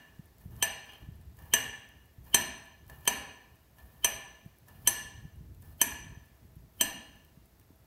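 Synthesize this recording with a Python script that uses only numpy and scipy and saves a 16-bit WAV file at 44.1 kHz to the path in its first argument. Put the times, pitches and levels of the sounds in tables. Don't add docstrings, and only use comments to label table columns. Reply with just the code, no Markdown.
import sys
import numpy as np
from scipy import signal
from scipy.fft import rfft, irfft, next_fast_len
from scipy.io import wavfile
from scipy.ndimage import uniform_filter1d, map_coordinates

SR = 44100
rng = np.random.default_rng(int(sys.argv[2]) if len(sys.argv) > 2 else 0)


def gain_from_db(level_db):
    decades = np.asarray(level_db, float) / 20
    return 10 ** decades


def output_pcm(signal):
    pcm = np.clip(np.atleast_2d(signal).T, -1, 1) * 32767
    wavfile.write(sys.argv[1], SR, np.round(pcm).astype(np.int16))


N = 346626
LEAD = SR // 2


# start_s, peak_db, body_modes_db, top_over_high_modes_db (set by the spot struck)
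BLOWS = [
    (0.6254, -14, 3, 3.5),
    (1.537, -8, -1.5, 3),
    (2.3448, -6, -1.5, 1),
    (3.0761, -11, 2, -5.5),
    (4.0453, -10.5, -0.9, -2),
    (4.8739, -7, -6.5, -10),
    (5.8146, -8, -3.5, -7.5),
    (6.81, -9.5, -2.5, 6.5),
]
# start_s, peak_db, body_modes_db, top_over_high_modes_db
EARLIER_BLOW = (-0.3921, -4, 0, 2)
# frequency_hz, level_db
CRACK = [(100, -14.5), (270, 4), (540, -17), (900, -2), (1350, -18.5), (4000, -11), (9000, -10.5),
         (13200, -5), (15000, -14.5), (16500, -13.5)]


def blows():
    near, far = np.zeros(LEAD + N), np.zeros(LEAD + N)
    t = np.arange(SR // 4) / SR
    for start_s, peak_db, body_db, spot_db in [EARLIER_BLOW, *BLOWS]:
        middle_db = 0.9 * body_db + 1.4
        high_db, top_db = -2 - spot_db / 2, 1 + spot_db / 2
        modes = ring([body_db, middle_db, 0, high_db, top_db], scatter_db=1.85)
        crack = gain_from_db(-9.5 - 60 * t / 0.027) * noise(CRACK, size=len(t))
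        landing = (1 - np.exp(-t / 0.0005)) ** 2
        pressed = 0.29 + 0.46 / (1 + (t / 0.024) ** 4)
        hit = gain_from_db(peak_db - 2.5) * (modes + crack) * landing * pressed
        add(near, start_s - 0.0003, hit[0])
        to_walls = gain_from_db(1.5 - 60 * t / 0.17) * hit[1] + gain_from_db(peak_db - 14) * crack * landing
        add(far, start_s, echo(np.pad(to_walls, (0, SR))))
    return (near + gain_from_db(-6) * far)[LEAD:]


PLATE_HZ = [265, 410, 670, 800, 972, 1270, 1745, 1810, 2375, 2500, 2740, 2870, 3090, 3840, 4190, 4880, 6022,
            6100, 6268, 7628, 8210, 8550, 9045, 9272, 10530, 11545, 12216, 13050, 13480, 14078]
# level_to_camera_db, t60_s, extra_to_walls_db
PLATE = [(-21.5, 0.032, 5.5), (-15.5, .035, -0.5), (-20.5, 0.11, 3), (-16, 0.036, 7.5), (-9, 0.036, 1.5),
         (-32, 0.028, 5), (-9.5, 0.11, 4.5), (-23.5, 0.51, 3.5), (-13, .04, 2.5), (-17, 0.082, 2),
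         (-20, 0.024, -5), (-5, 0.024, 3.3), (1.5, 0.039, -8.5), (-28, .07, 5.3), (-12, 0.035, -2.6),
         (-23.5, 0.067, -0.1), (-5, .08, -4.5), (-20.5, 0.14, 6), (-5, 0.065, -10), (-15.5, 0.15, -8.5),
         (5.5, 0.019, -9.5), (-14.5, 0.13, -1.9), (-17.5, .1, -4.5), (-18.5, .04, -6.5), (-15, 0.13, -7),
         (-4, 0.027, -4.5), (-11.5, 0.035, -2), (-8.5, 0.016, 2.5), (-14.5, .06, 2), (-17.5, 0.051, 0.3)]


def ring(group_db, scatter_db):
    t = np.arange(SR // 4) / SR
    hz = np.array(PLATE_HZ)[:, None]
    level_db, t60_s, wall_db = np.transpose(PLATE)[:, :, None]
    group = np.asarray(group_db)[np.searchsorted([2100, 5000, 10000, 12500], hz)]
    struck_db = level_db + group + scatter_db * rng.standard_normal(hz.shape)
    modes = gain_from_db(struck_db - 60 * t / t60_s) * np.sin(2 * np.pi * hz * t)
    return np.array([modes.sum(0), (gain_from_db(wall_db) * modes).sum(0)])


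# frequency_hz, t60_s
KITCHEN = [(200, 1), (600, 0.81), (1800, 0.78), (3500, 0.74), (6000, 0.61), (10000, 0.47), (13500, 0.29),
           (16000, 0.18)]


def echo(x):
    hz, t, z = signal.stft(rng.standard_normal(SR), SR, nperseg=256)
    decay = gain_from_db(-60 * t / along(KITCHEN, hz)[:, None])
    tail = signal.istft(z * decay, SR, nperseg=256)[1]
    tail = tail * (1 - np.exp(-np.arange(len(tail)) / (SR * 0.001)))
    return signal.fftconvolve(x, tail / np.linalg.norm(tail))[:len(x)]


def cutting():
    hiss_gain, low_gain, middle_gain = pressure()
    near = tearing(hiss_gain) + rubbing(low_gain, middle_gain) + scraping(low_gain)
    near = near + skidding() + snapping() + biting()
    return near + gain_from_db(-11.5) * echo(near)


# start_s, length_s, hiss_db, rub_db, pressure_loss_db (along the stroke)
STROKES = [
    (0.404, 0.064, -64.5, -62.5, 15),
    (0.509, 0.095, -67, -63.5, -2),
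    (0.864, 0.19, -70, -58.5, 7.5),
    (1.376, 0.11, -65, -58.5, 3),
    (2.245, 0.056, -65, -63, -2.5),
    (2.888, .18, -63.5, -54.5, 13),
    (3.768, 0.23, -68, -63.5, 4),
    (4.673, 0.16, -65.5, -59.5, 8),
    (5.616, 0.11, -66, -68, -5.5),
    (6.729, 0.074, -75, -90, 1.5),
]
# level_under_blow_db, growth_db_per_s
GIVE = [
    (-45, 602),
    (-49, 501),
    (-39.5, 1501),
]


def pressure():
    bite_db_s, lift_db_s = 901, 698
    lag_s = 0.012
    hiss, rub = 0, 0
    for start_s, length_s, hiss_db, rub_db, loss_db in STROKES:
        hiss = hiss + gain_from_db(hiss_db) * swell(start_s, length_s, bite_db_s, lift_db_s, 0.4 * loss_db)
        rub = rub + gain_from_db(rub_db) * swell(start_s + lag_s, length_s - lag_s, bite_db_s, lift_db_s, loss_db)
    give = []
    for under_db, growth_db_s in GIVE:
        give.append(sum(gain_from_db(blow[1] + under_db) * swell(blow[0] - 0.006, 0.004, growth_db_s, 20000)
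                        for blow in BLOWS))
    middle = gain_from_db(-12) * rub + give[2] + gain_from_db(-6) * skid_gain()
    return hiss + give[0], rub + give[1], middle


# frequency_hz, level_db
FIBRE = [(1000, -26), (4000, -13), (8000, -12.5), (12000, -1.5), (14500, 0), (16000, -5)]


def tearing(gain):
    return gain * unit(gain_from_db(2 * wobble(270)) * noise(FIBRE))


def lower_modes():
    low = ring([-0.5, -41.5, -59.5, -59, -59], scatter_db=0)[1]
    middle = ring([-42, 3, -16, -19, -20.5], scatter_db=0)[1]
    return low, middle


def rubbing(low_gain, middle_gain):
    low, middle = lower_modes()
    force = gain_from_db(3 * wobble(54)) * rng.standard_normal(N)
    body_rub = unit(signal.fftconvolve(force, low)[:N])
    middle_rub = unit(signal.fftconvolve(force, middle)[:N])
    return gain_from_db(-6) * low_gain * body_rub + middle_gain * middle_rub


# start_s, peak_db
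SNAPS = [(0.384, -47), (0.415, -50.5), (0.5095, -51.5), (0.5655, -44.5), (0.8444, -56), (0.9223, -48),
         (1.2136, -52), (1.3699, -46), (1.4078, -54), (1.8901, -47.5), (2.2523, -49), (2.582, -48.5),
         (2.8669, -54), (2.8802, -46), (2.8973, -55), (3.0091, -48.5), (3.7667, -59), (3.785, -54),
         (4.586, -47.5), (4.6839, -41.5), (5.5482, -50), (5.6228, -43), (7.2497, -47), (7.5985, -46),
         (7.6135, -51.5)]
# start_s, peak_db
LAST_FIBRES = [
    (1.514, -55.5),
    (3.053, -39),
    (4.028, -49.5),
    (5.784, -49.5),
    (6.780, -53.5),
]
# frequency_hz, level_db
SNAP = [(500, -24), (2000, -18.5), (6000, -7), (10000, -1.5), (14000, 0.5), (16500, 2.5)]


def snapping():
    out, t = np.zeros(LEAD + N), np.arange(SR // 4) / SR
    for start_s, peak_db in [*SNAPS, *LAST_FIBRES]:
        add(out, start_s - 0.0005, gain_from_db(peak_db - 3.5 - 60 * t / 0.008) * noise(SNAP, size=len(t)))
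    return out[LEAD:]


# start_s, body_peak_db, middle_modes_db
BITES = [(0.405, -69, -18), (0.894, -53.5, 0), (0.934, -47, -3.5), (1.213, -58, -10), (1.388, -48, -21),
         (2.898, -40, -19), (3.055, -41, 0), (3.785, -50, -5), (4.685, -50, -17.5), (5.626, -54, -9.5),
         (7.614, -63, 0)]


def biting():
    low, middle = lower_modes()
    out, t = np.zeros(LEAD + N), np.arange(SR // 4) / SR
    for start_s, body_db, middle_db in BITES:
        tap = low / low.max() + gain_from_db(middle_db) * middle / middle.max()
        add(out, start_s, gain_from_db(body_db + 1) * tap)
        add(out, start_s, gain_from_db(body_db - 8 - 60 * t / 0.03) * noise(CRACK, size=len(t)))
    return out[LEAD:]


# frequency_hz, level_db
GRIT = [(200, -11.5), (450, -3.5), (1000, 0.5), (1400, -8), (2200, -16.5), (4000, -31.5)]


def scraping(low_gain):
    return gain_from_db(-5.5) * low_gain * unit(gain_from_db(1.2 * wobble(120)) * noise(GRIT))


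# time_s, level_db
SKID = [
    (.885, -76.5),
    (.897, -56.5),
    (.93, -56.5),
    (.96, -56.5),
    (.985, -74),
]


def skid_gain():
    time_s, level_db = np.transpose(SKID)
    time_s = np.append(time_s, time_s[-1] + 0.006)
    level_db = np.append(level_db, level_db[-1])
    return gain_from_db(np.interp(np.arange(N) / SR, time_s, level_db, -140, -140))


def skidding():
    return skid_gain() * noise([(2500, -38.5), (2950, -5.5), (3100, 3.5), (3250, -14.5), (3700, -43)])


# start_s, held_s, level_db
GRIP = [(.19, 0.0076, -55), (.45, .07, -47.5), (.55, 0.027, -43.5), (1.03, 0.25, -46), (1.42, 0.24, -48.5),
        (1.95, 0.0097, -54.5), (2.19, .2, -52), (2.47, .06, -55.5), (2.82, .01, -53), (2.931, .02, -48.5),
        (3.08, 0.15, -54.5), (3.52, .01, -61), (3.8, 0.092, -53), (4.05, 0.12, -54.5), (4.44, 0.021, -58),
        (4.72, 0.15, -51), (4.86, 0.052, -53.5), (5.04, 0.086, -56), (5.191, 0.034, -44.5),
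        (5.39, .04, -45.5), (5.5, 0.26, -49), (5.94, 0.21, -47), (6.44, .01, -52), (6.59, 0.019, -50.5),
        (6.849, .02, -50), (7.1, 0.17, -63), (7.39, 0.017, -63), (7.6, 0.23, -65)]
# frequency_hz, density_db (per Hz)
RUMBLE = [(12, -42.5), (20, -18.5), (35, -15), (59, 5), (130, -3), (269, -18), (420, -25), (500, -32),
          (650, -64.5), (1100, -120)]
# start_s, peak_db, pitch_hz
BUMPS = [(0.186, -27, 149), (0.45, -28, 135), (1.08, -27.5, 137.6), (2.175, -32, 94.2),
         (4.453, -29.5, 145.5), (4.846, -34.5, 120.7), (5.169, -39, 102), (5.245, -27, 139.4),
         (5.401, -32.5, 140), (6.058, -32.5, 127.4), (6.118, -33.5, 130), (6.165, -30.5, 118.6),
         (6.421, -40, 92), (6.558, -34.5, 128.5), (7.366, -36.5, 150.6), (7.697, -39.5, 266)]


def handling():
    squeeze_db_s, relax_db_s = 249, 115
    grip = gain_from_db(-61)
    for start_s, held_s, level_db in GRIP:
        grip = grip + gain_from_db(level_db) * swell(start_s, held_s, squeeze_db_s, relax_db_s)
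    lumps = gain_from_db(2.2 * wobble(28)) * noise(RUMBLE)
    evened = lumps / np.sqrt(np.abs(uniform_filter1d(lumps ** 2, size=SR // 6)) + 0.05)
    out, t = np.zeros(LEAD + N), np.arange(SR // 8) / SR
    for start_s, peak_db, hz in BUMPS:
        u = t * hz / 0.42
        add(out, start_s + 0.007, gain_from_db(peak_db) * u * np.exp(-u) * np.sin(2 * np.pi * hz * t))
    return gain_from_db(-5.5) * grip * evened + out[LEAD:]


# frequency_hz, density_db (per Hz)
FLOOR = [(88, -46), (150, -13.5), (264, -13), (422, -15.5), (524, -19), (888, -20), (1420, -25.5),
         (1790, -24.5), (2310, -27.5), (12400, -34.5), (16000, -30.5)]


def camera():
    sway_db = 0.7 * wobble(3)
    tone = gain_from_db(-67.5 + sway_db) * noise(FLOOR)
    fridge = gain_from_db(-81.5) * noise([(580, -40), (640, -3), (660, -1), (730, -39)])
    buzz_spectrum = [(8000, -39.5), (10500, -11), (12000, -0.5), (14000, -4.5), (16000, -21)]
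    buzz = gain_from_db(-77.5 + 1.7 * wobble(170)) * noise(buzz_spectrum)
    tick_spectrum = [(6000, -36), (11000, -1.5), (14500, -10), (16500, -12.5)]
    out, t = np.zeros(LEAD + N), np.arange(SR // 100) / SR
    for start_s in 0.2572 + 0.3 * np.arange(26):
        for lag_s, peak_db in ((0, -56), (0.005, -59)):
            tick = gain_from_db(peak_db - 60 * t / 0.0045) * noise(tick_spectrum, size=len(t))
            add(out, start_s + lag_s, tick)
    return tone + fridge + buzz + out[LEAD:]


def swell(s, held_s, rise_db_s, fall_db_s, sag_db=0):
    t = np.arange(N) / SR - s
    rise_db = rise_db_s * np.minimum(t, 0)
    held_db = -sag_db * np.clip(t / held_s, 0, 1)
    fall_db = -fall_db_s * np.maximum(t - held_s, 0)
    return gain_from_db(rise_db + held_db + fall_db)


def wobble(rate):
    knots = rng.standard_normal(int(N * rate / SR) + 4)
    return map_coordinates(knots, [np.arange(N) * rate / SR])


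def noise(spectrum, size=N):
    return unit(filtered(rng.standard_normal(size), lambda hz: gain_from_db(along(spectrum, hz))))


def filtered(x, response):
    m = next_fast_len(len(x) + 8192)
    return irfft(rfft(x, m) * response(np.fft.rfftfreq(m, 1 / SR)), m)[:len(x)]


def along(points, hz):
    f, v = np.transpose(points)
    return np.interp(np.log(hz + 1), np.log(f + 1), v)


def unit(x):
    return x / np.sqrt(np.mean(x ** 2) + 1e-20)


def add(track, s, sound):
    part = track[LEAD + round(s * SR):][:len(sound)]
    part += sound[:len(part)]


def scene():
    return (blows() + cutting() + handling() + camera())[None]


def band_limit(x):
    return signal.sosfilt(signal.butter(12, 16810, fs=SR, output="sos"), x)


# frequency_hz, level_db
BAND_LIMIT = [(14000, 0), (15700, 2), (15780, -8), (16550, -11), (16820, -50)]


def record(dry):
    turn_hz, width_hz = 3080, 38

    def response(hz):
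        ahead = 1 - 0.66 / (1 - 1j * (hz - turn_hz) / width_hz)
        return ahead * gain_from_db(along(BAND_LIMIT, hz))

    mix = filtered(dry[0], response)[None]
    return band_limit(mix)


dry = scene()
out = record(dry)
output_pcm(out)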